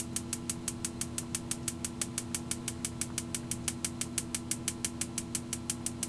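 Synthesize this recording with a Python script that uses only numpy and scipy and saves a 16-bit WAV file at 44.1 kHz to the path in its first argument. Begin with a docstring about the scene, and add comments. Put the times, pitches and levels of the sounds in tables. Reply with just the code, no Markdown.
"""On a metal bench in a hard room, a spark igniter snaps six times a second, close to the microphone.
Each snap is a short pulse; it echoes off fittings and a wall, makes the metal sing and dies in noise tails.
Behind it a transformer hums and a motor drones, both built from sine waves, with other faint tones.
Filtered noise makes the steady rush of air, a narrow whine and a few faint taps."""
import sys
import numpy as np
from scipy import signal
from scipy.fft import rfft, irfft, next_fast_len
from scipy.io import wavfile
from scipy.ndimage import map_coordinates

SR = 44100
rng = np.random.default_rng(int(sys.argv[2]) if len(sys.argv) > 2 else 0)


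def amplitude_ratio(level_db):
    """Convert a level in decibels to the matching linear amplitude (field) ratio."""
    exponent = np.asarray(level_db, float) / 20
    return 10 ** exponent


def unload_wav(signal):
    """Save mono or channel-first audio to the path in sys.argv[1] as 16-bit WAV at rate SR, clipped to [-1, 1]."""
    wavfile.write(
        sys.argv[1],
        SR,
        np.round(np.clip(np.atleast_2d(signal).T, -1, 1) * 32767).astype(np.int16),
    )


N = 268392  # length in samples

# fittings around the gap, and in the last row a wall, that throw the snap back:
# delay_ms, relative_strength (minus = flipped)
REFLECTORS = [(.52, -.48), (.98, -.48), (1.3, -.78), (1.75, .55), (2.07, .45), (2.38, .63), (2.97, .51),
              (3.36, -.53), (3.96, -.65), (4.16, .48), (4.39, .5), (12.94, -.25)]
# colour of a snap at the microphone: pitch_hz, relative_level_db
SNAP_COLOUR = [(300, -20.5), (700, -13.5), (1300, -6.5), (2500, -5.5), (4000, -9.5), (5500, -3.5),
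               (7000, 0), (9000, 3.5), (10500, -4), (12000, -12), (16000, -16)]
# metal parts that sing after a snap: pitch_hz, width_hz, relative_level_db
METAL_PARTS = [(585, 95, 1.5), (810, 64, 3.5), (1310, 33, -6.5), (2250, 62, -4.5), (2980, 105, -1),
               (3128, 66, 9.5), (3660, 75, 4), (4160, 510, -0.5), (5800, 160, -3), (6620, 68, -1),
               (7760, 56, 1.5), (8070, 35, 4), (9710, 65, -3.5), (11030, 130, -9), (12100, 180, -16)]
# quick decay close by on the bench: pitch_hz, time_to_fall_60_db_s
BENCH_DECAY = [(1000, 0.028), (3000, 0.029), (8000, 0.031), (13000, 0.053)]
# slow decay of the room: pitch_hz, time_to_fall_60_db_s
ROOM_DECAY = [(1000, 0.081), (3000, 0.15), (8000, 0.14), (13000, 0.14)]
# faint taps, level before fading in and out: start_s, level_db, pitch_hz
TAPS = [(.1294, -56, 7900), (0.2918, -56, 5900), (1.23, -46, 1000), (1.4729, -59, 1490), (1.629, -54, 5970),
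        (2.313, -54, 1490), (2.8013, -54, 2000), (3.1003, -47, 1180), (3.43, -50, 1580),
        (3.6411, -53, 6000), (4.056, -46, 1000), (5.801, -49, 900)]
# lines of the transformer hum: multiple_of_mains, level_db (rms)
TRANSFORMER_LINES = [(2, -50.5), (3, -59), (4, -45.5), (5, -64), (8, -75), (14, -74), (18, -71.5)]
# lines of the motor: multiple_of_shaft_speed, level_db (rms)
MOTOR_LINES = [(1, -52.5), (2, -58), (3, -65), (4, -50.5), (5, -65.5), (8, -63.5), (10, -67.5), (11, -73),
               (12, -65), (16, -67)]
# other faint unsteady tones: pitch_hz, level_db (rms)
FAINT_TONES = [(136.5, -62), (204, -61.5), (324, -61.5), (356, -71), (436, -72), (456, -75), (575.7, -71),
               (600, -75)]
# colour of the rushing air and rumble: pitch_hz, relative_level_db (per Hz)
AIR_COLOUR = [(20, -8.5), (60, -13), (95, -3), (170, -3), (330, -11.5), (400, -17.5), (460, -13),
              (540, -20), (1000, -18.5), (1400, -25.5), (1700, -26.5), (3000, -27), (5800, -32.5),
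              (8000, -32), (10200, -35.5), (11200, -46), (12800, -46), (14000, -69)]
# narrow whine, width from the middle out to 1/e: pitch_hz, width_hz, level_db (rms)
WHINE = (4090, 90, -70)
# sparks that need one mains cycle more: spark_number
MISSED = [4, 33]
# sparks that break down a little after the crest: spark_number, lag_ms
LATE = [(5, .6), (7, 2.2), (8, 1.2), (12, 2.7), (17, .8), (18, .7), (19, .5), (21, .7), (22, .5), (32, 3.5),
        (34, .9), (35, .6)]
# strength of each spark in turn, 3 dB above the rms of its first 20 ms: level_db
STRENGTH_DB = [-27.5, -27.5, -28.5, -27.5, -28, -28, -28.5, -29, -27.5, -27.5, -27.5, -29, -26.5, -28,
               -27.5, -27.5, -29.5, -28, -27.5, -28, -28.5, -28.5, -26, -26.5, -28, -25.5, -27.5, -26, -26,
               -26, -27.5, -28.5, -27, -29, -26.5, -28, -28]
# the arc fattens, then thins: time_s, bass_db
BODY = [(0, -2), (0.9, -3), (2.5, -0.3), (4.6, 0.2), (6, -2.5)]

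MAINS_HZ, MOTOR_HZ = 60, 83.92
# the igniter charges for ten mains cycles and fires near the next crest
FIRST_S, CHARGE_CYCLES = -0.004, 10
BODY_SCATTER_DB = 1.9  # random change in bass from spark to spark
# direct sound; chance that the electrode hides an arc, and the loss when it does
DIRECT_DB, SHADOWED, SHADOW_DB = 1.4, 0.25, -3
AIR_DB = -47.5  # middle level of the rush


def unit(x):
    """Scaled to rms 1."""
    return x / np.sqrt(np.mean(x ** 2) + 1e-20)


def along(points, hz):
    """(Hz, value) points read on a log frequency axis."""
    f, v = np.transpose(points)
    return np.interp(np.log(hz + 1), np.log(f + 1), v)


def wobble(rate):
    """A smooth random curve through `rate` random points a second."""
    points = rng.standard_normal(int(N * rate / SR) + 4)
    return map_coordinates(points, [np.arange(N) * rate / SR])


def filtered(x, response):
    """x times a complex response of frequency."""
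    n = x.shape[-1]
    m = next_fast_len(n + 8192)
    spectrum = rfft(x, m) * response(np.fft.rfftfreq(m, 1 / SR))
    return irfft(spectrum, m)[..., :n]


def shelf(db, corner_hz):
    """A smooth gain on what lies below the corner, adding nothing before the sound."""
    return lambda f: (amplitude_ratio(db) + 1j * f / corner_hz) / (1 + 1j * f / corner_hz)


def tone(turns, db, waver_db):
    """A sine wave on a running count of turns, slightly unsteady in level."""
    level = np.sqrt(2) * amplitude_ratio(db + waver_db * wobble(6.1))
    return level * np.sin(2 * np.pi * (turns + rng.random()))


def spark_times():
    """Mains cycles counted up to each spark, plus its breakdown lag."""
    number = np.arange(len(STRENGTH_DB))
    # each missed cycle also delays every later spark
    cycles = CHARGE_CYCLES * number + np.searchsorted(MISSED, number, side='right')
    which, ms = np.transpose(LATE)
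    lag_s = np.bincount(which.astype(int), ms, len(number)) / 1000
    return FIRST_S + cycles / MAINS_HZ + lag_s


def snap_pulse(spectrum, size):
    """The shortest pulse with this colour, nothing before its start, peak 1."""
    log_level = np.log(amplitude_ratio(along(spectrum, np.fft.rfftfreq(size, 1 / SR))) + 1e-6)
    # folding the cepstrum forward puts all the energy after the start
    ceps = irfft(log_level, size)
    ceps[1:size // 2] *= 2
    ceps[size // 2 + 1:] = 0
    pulse = irfft(np.exp(rfft(ceps)), size)
    return pulse / np.abs(pulse).max()


def ringing(f):
    """The metal parts as resonators, each strongest at its own pitch."""
    return sum(amplitude_ratio(db) * 1j * f * w / (c * c - f * f + 1j * f * w) for c, w, db in METAL_PARTS)


def early_echoes(count):
    """Echoes off fittings and a wall; the arc lands elsewhere each time, so each path changes slightly."""
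    hz = np.fft.rfftfreq(1024, 1 / SR)
    delay_ms, strength = np.transpose(REFLECTORS)
    strengths = strength * amplitude_ratio(2.2 * rng.standard_normal((count, len(strength))))
    delays_s = delay_ms / 1000 + 1.2e-5 * rng.standard_normal(strengths.shape)
    # a delay is a steady turning of phase along frequency
    phases = np.exp(-2j * np.pi * delays_s[..., None] * hz)
    echoes = irfft(np.einsum('se,sef->sf', strengths, phases))
    # the echoes have less bass: small fittings reflect the treble better
    return amplitude_ratio(-3.0) * filtered(echoes, shelf(-3.5, 5700))


def tails(decays, count, size):
    """Noise tails in which each frequency dies at its own speed."""
    hz, t, z = signal.stft(rng.standard_normal((count, size)), SR, nperseg=128)
    fade = amplitude_ratio(-60 * t / along(decays, hz)[:, None])
    return signal.istft(z * fade, SR, nperseg=128)[1][:, :size]


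def surroundings(times, size):
    """One blurred answer per spark: partly the same, drifting slowly, partly new as the arc wanders."""
    t = np.arange(size) / SR
    near = tails(BENCH_DECAY, len(times) + 3, size)
    far = tails(ROOM_DECAY, len(times) + 3, size)
    # only the bench sings; the room answers later and evenly
    bench = amplitude_ratio(-13.0) * filtered(near * (1 - np.exp(-(t / 0.0017) ** 2)), lambda f: 1 + ringing(f))
    room = amplitude_ratio(-23) * far * (1 - np.exp(-t / 0.0041))
    field = bench + room
    turn = 0.83 * times[:, None]  # drift in radians
    drifting = np.cos(turn) * field[1] + np.sin(turn) * field[2]
    lasting = 0.87 * field[0] + .5 * drifting
    return lasting + .5 * field[3:]


def igniter():
    """Each arc is a tiny shock wave; a fatter arc has more body."""
    times = spark_times()
    count, size = len(times), SR // 4
    body_db = np.interp(times, *np.transpose(BODY)) + BODY_SCATTER_DB * rng.standard_normal(count)
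    direct_db = DIRECT_DB + SHADOW_DB * (rng.random(count) < SHADOWED)
    early = early_echoes(count)
    early[:, 0] += amplitude_ratio(direct_db)
    paths = surroundings(times, size)
    # the shock and its echoes make the metal sing at once
    paths[:, :early.shape[1]] += filtered(early, lambda f: 1 + amplitude_ratio(1.5) * ringing(f))
    pulse = snap_pulse(SNAP_COLOUR, size=512)
    snaps = signal.fftconvolve(paths, pulse[None], axes=1)[:, :size]
    snaps = filtered(snaps, shelf(body_db[:, None], 6900))
    out = np.zeros(N + 2 * size)  # spare room at both ends
    for start, level_db, snap in zip(times, STRENGTH_DB, snaps):
        head = snap[:SR // 50]
        scaled = amplitude_ratio(level_db) * snap / np.sqrt(2 * np.mean(head ** 2))
        out[size + round(start * SR):][:size] += scaled
    return out[size:size + N]


def transformer():
    """The hum: sine waves at whole multiples of the mains, which stand still in pitch."""
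    t = np.arange(N) / SR
    return sum(tone(k * MAINS_HZ * t, db, waver_db=0.2) for k, db in TRANSFORMER_LINES)


def motor():
    """The drone: the shaft speed wanders a little, which blurs the upper lines."""
    shaft_turns = np.cumsum(MOTOR_HZ * (1 + 0.001313 * wobble(3))) / SR
    return sum(tone(k * shaft_turns, db, waver_db=0.3) for k, db in MOTOR_LINES)


def faint_tones():
    """Other sine waves of fixed pitch that swell and sink at random."""
    t = np.arange(N) / SR
    return sum(tone(hz * t, db, waver_db=4.5) for hz, db in FAINT_TONES)


def air():
    """A steady rush: noise shaped by its colour table, almost constant in level."""
    rush = unit(filtered(rng.standard_normal(N), lambda f: amplitude_ratio(along(AIR_COLOUR, f))))
    return amplitude_ratio(AIR_DB + 0.31 * wobble(2.18)) * rush


def whine():
    """A whine: noise kept only in a narrow band, slightly unsteady in level."""
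    hz, width, db = WHINE
    band = unit(filtered(rng.standard_normal(N), lambda f: np.exp(-((f - hz) / width) ** 2)))
    return amplitude_ratio(db + 0.5 * wobble(5.3)) * band


def taps():
    """Faint short taps and ticks in the room: bands of noise that rise fast and die away."""
    out, t = np.zeros(N), np.arange(SR // 10) / SR
    rise = 1 - np.exp(-t / 0.0011)
    for s, db, hz in TAPS:
        knock = filtered(rng.standard_normal(len(t)), lambda f: np.exp(-((f - hz) / (0.48 * hz)) ** 2))
        fade = amplitude_ratio(db - 60 * t / 0.077)  # falls 60 dB in 77 ms
        out[round(s * SR):][:len(t)] += fade * rise * unit(knock)
    return out


def scene():
    """All sources at one microphone."""
    background = transformer() + motor() + faint_tones() + air() + whine()
    return (igniter() + background + taps())[None]


def low_pass(x):
    """Removes everything above the highest recorded frequency."""
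    return signal.sosfilt(signal.butter(12, 14010, fs=SR, output="sos"), x)


def record(dry):
    """A steep treble cut without delay, which rings just ahead of each snap."""
    edged = filtered(dry, lambda f: 1 / (1 + (f / 12800) ** 36))  # half at 12800 Hz
    return low_pass(edged)


dry = scene()
out = record(dry)
unload_wav(out)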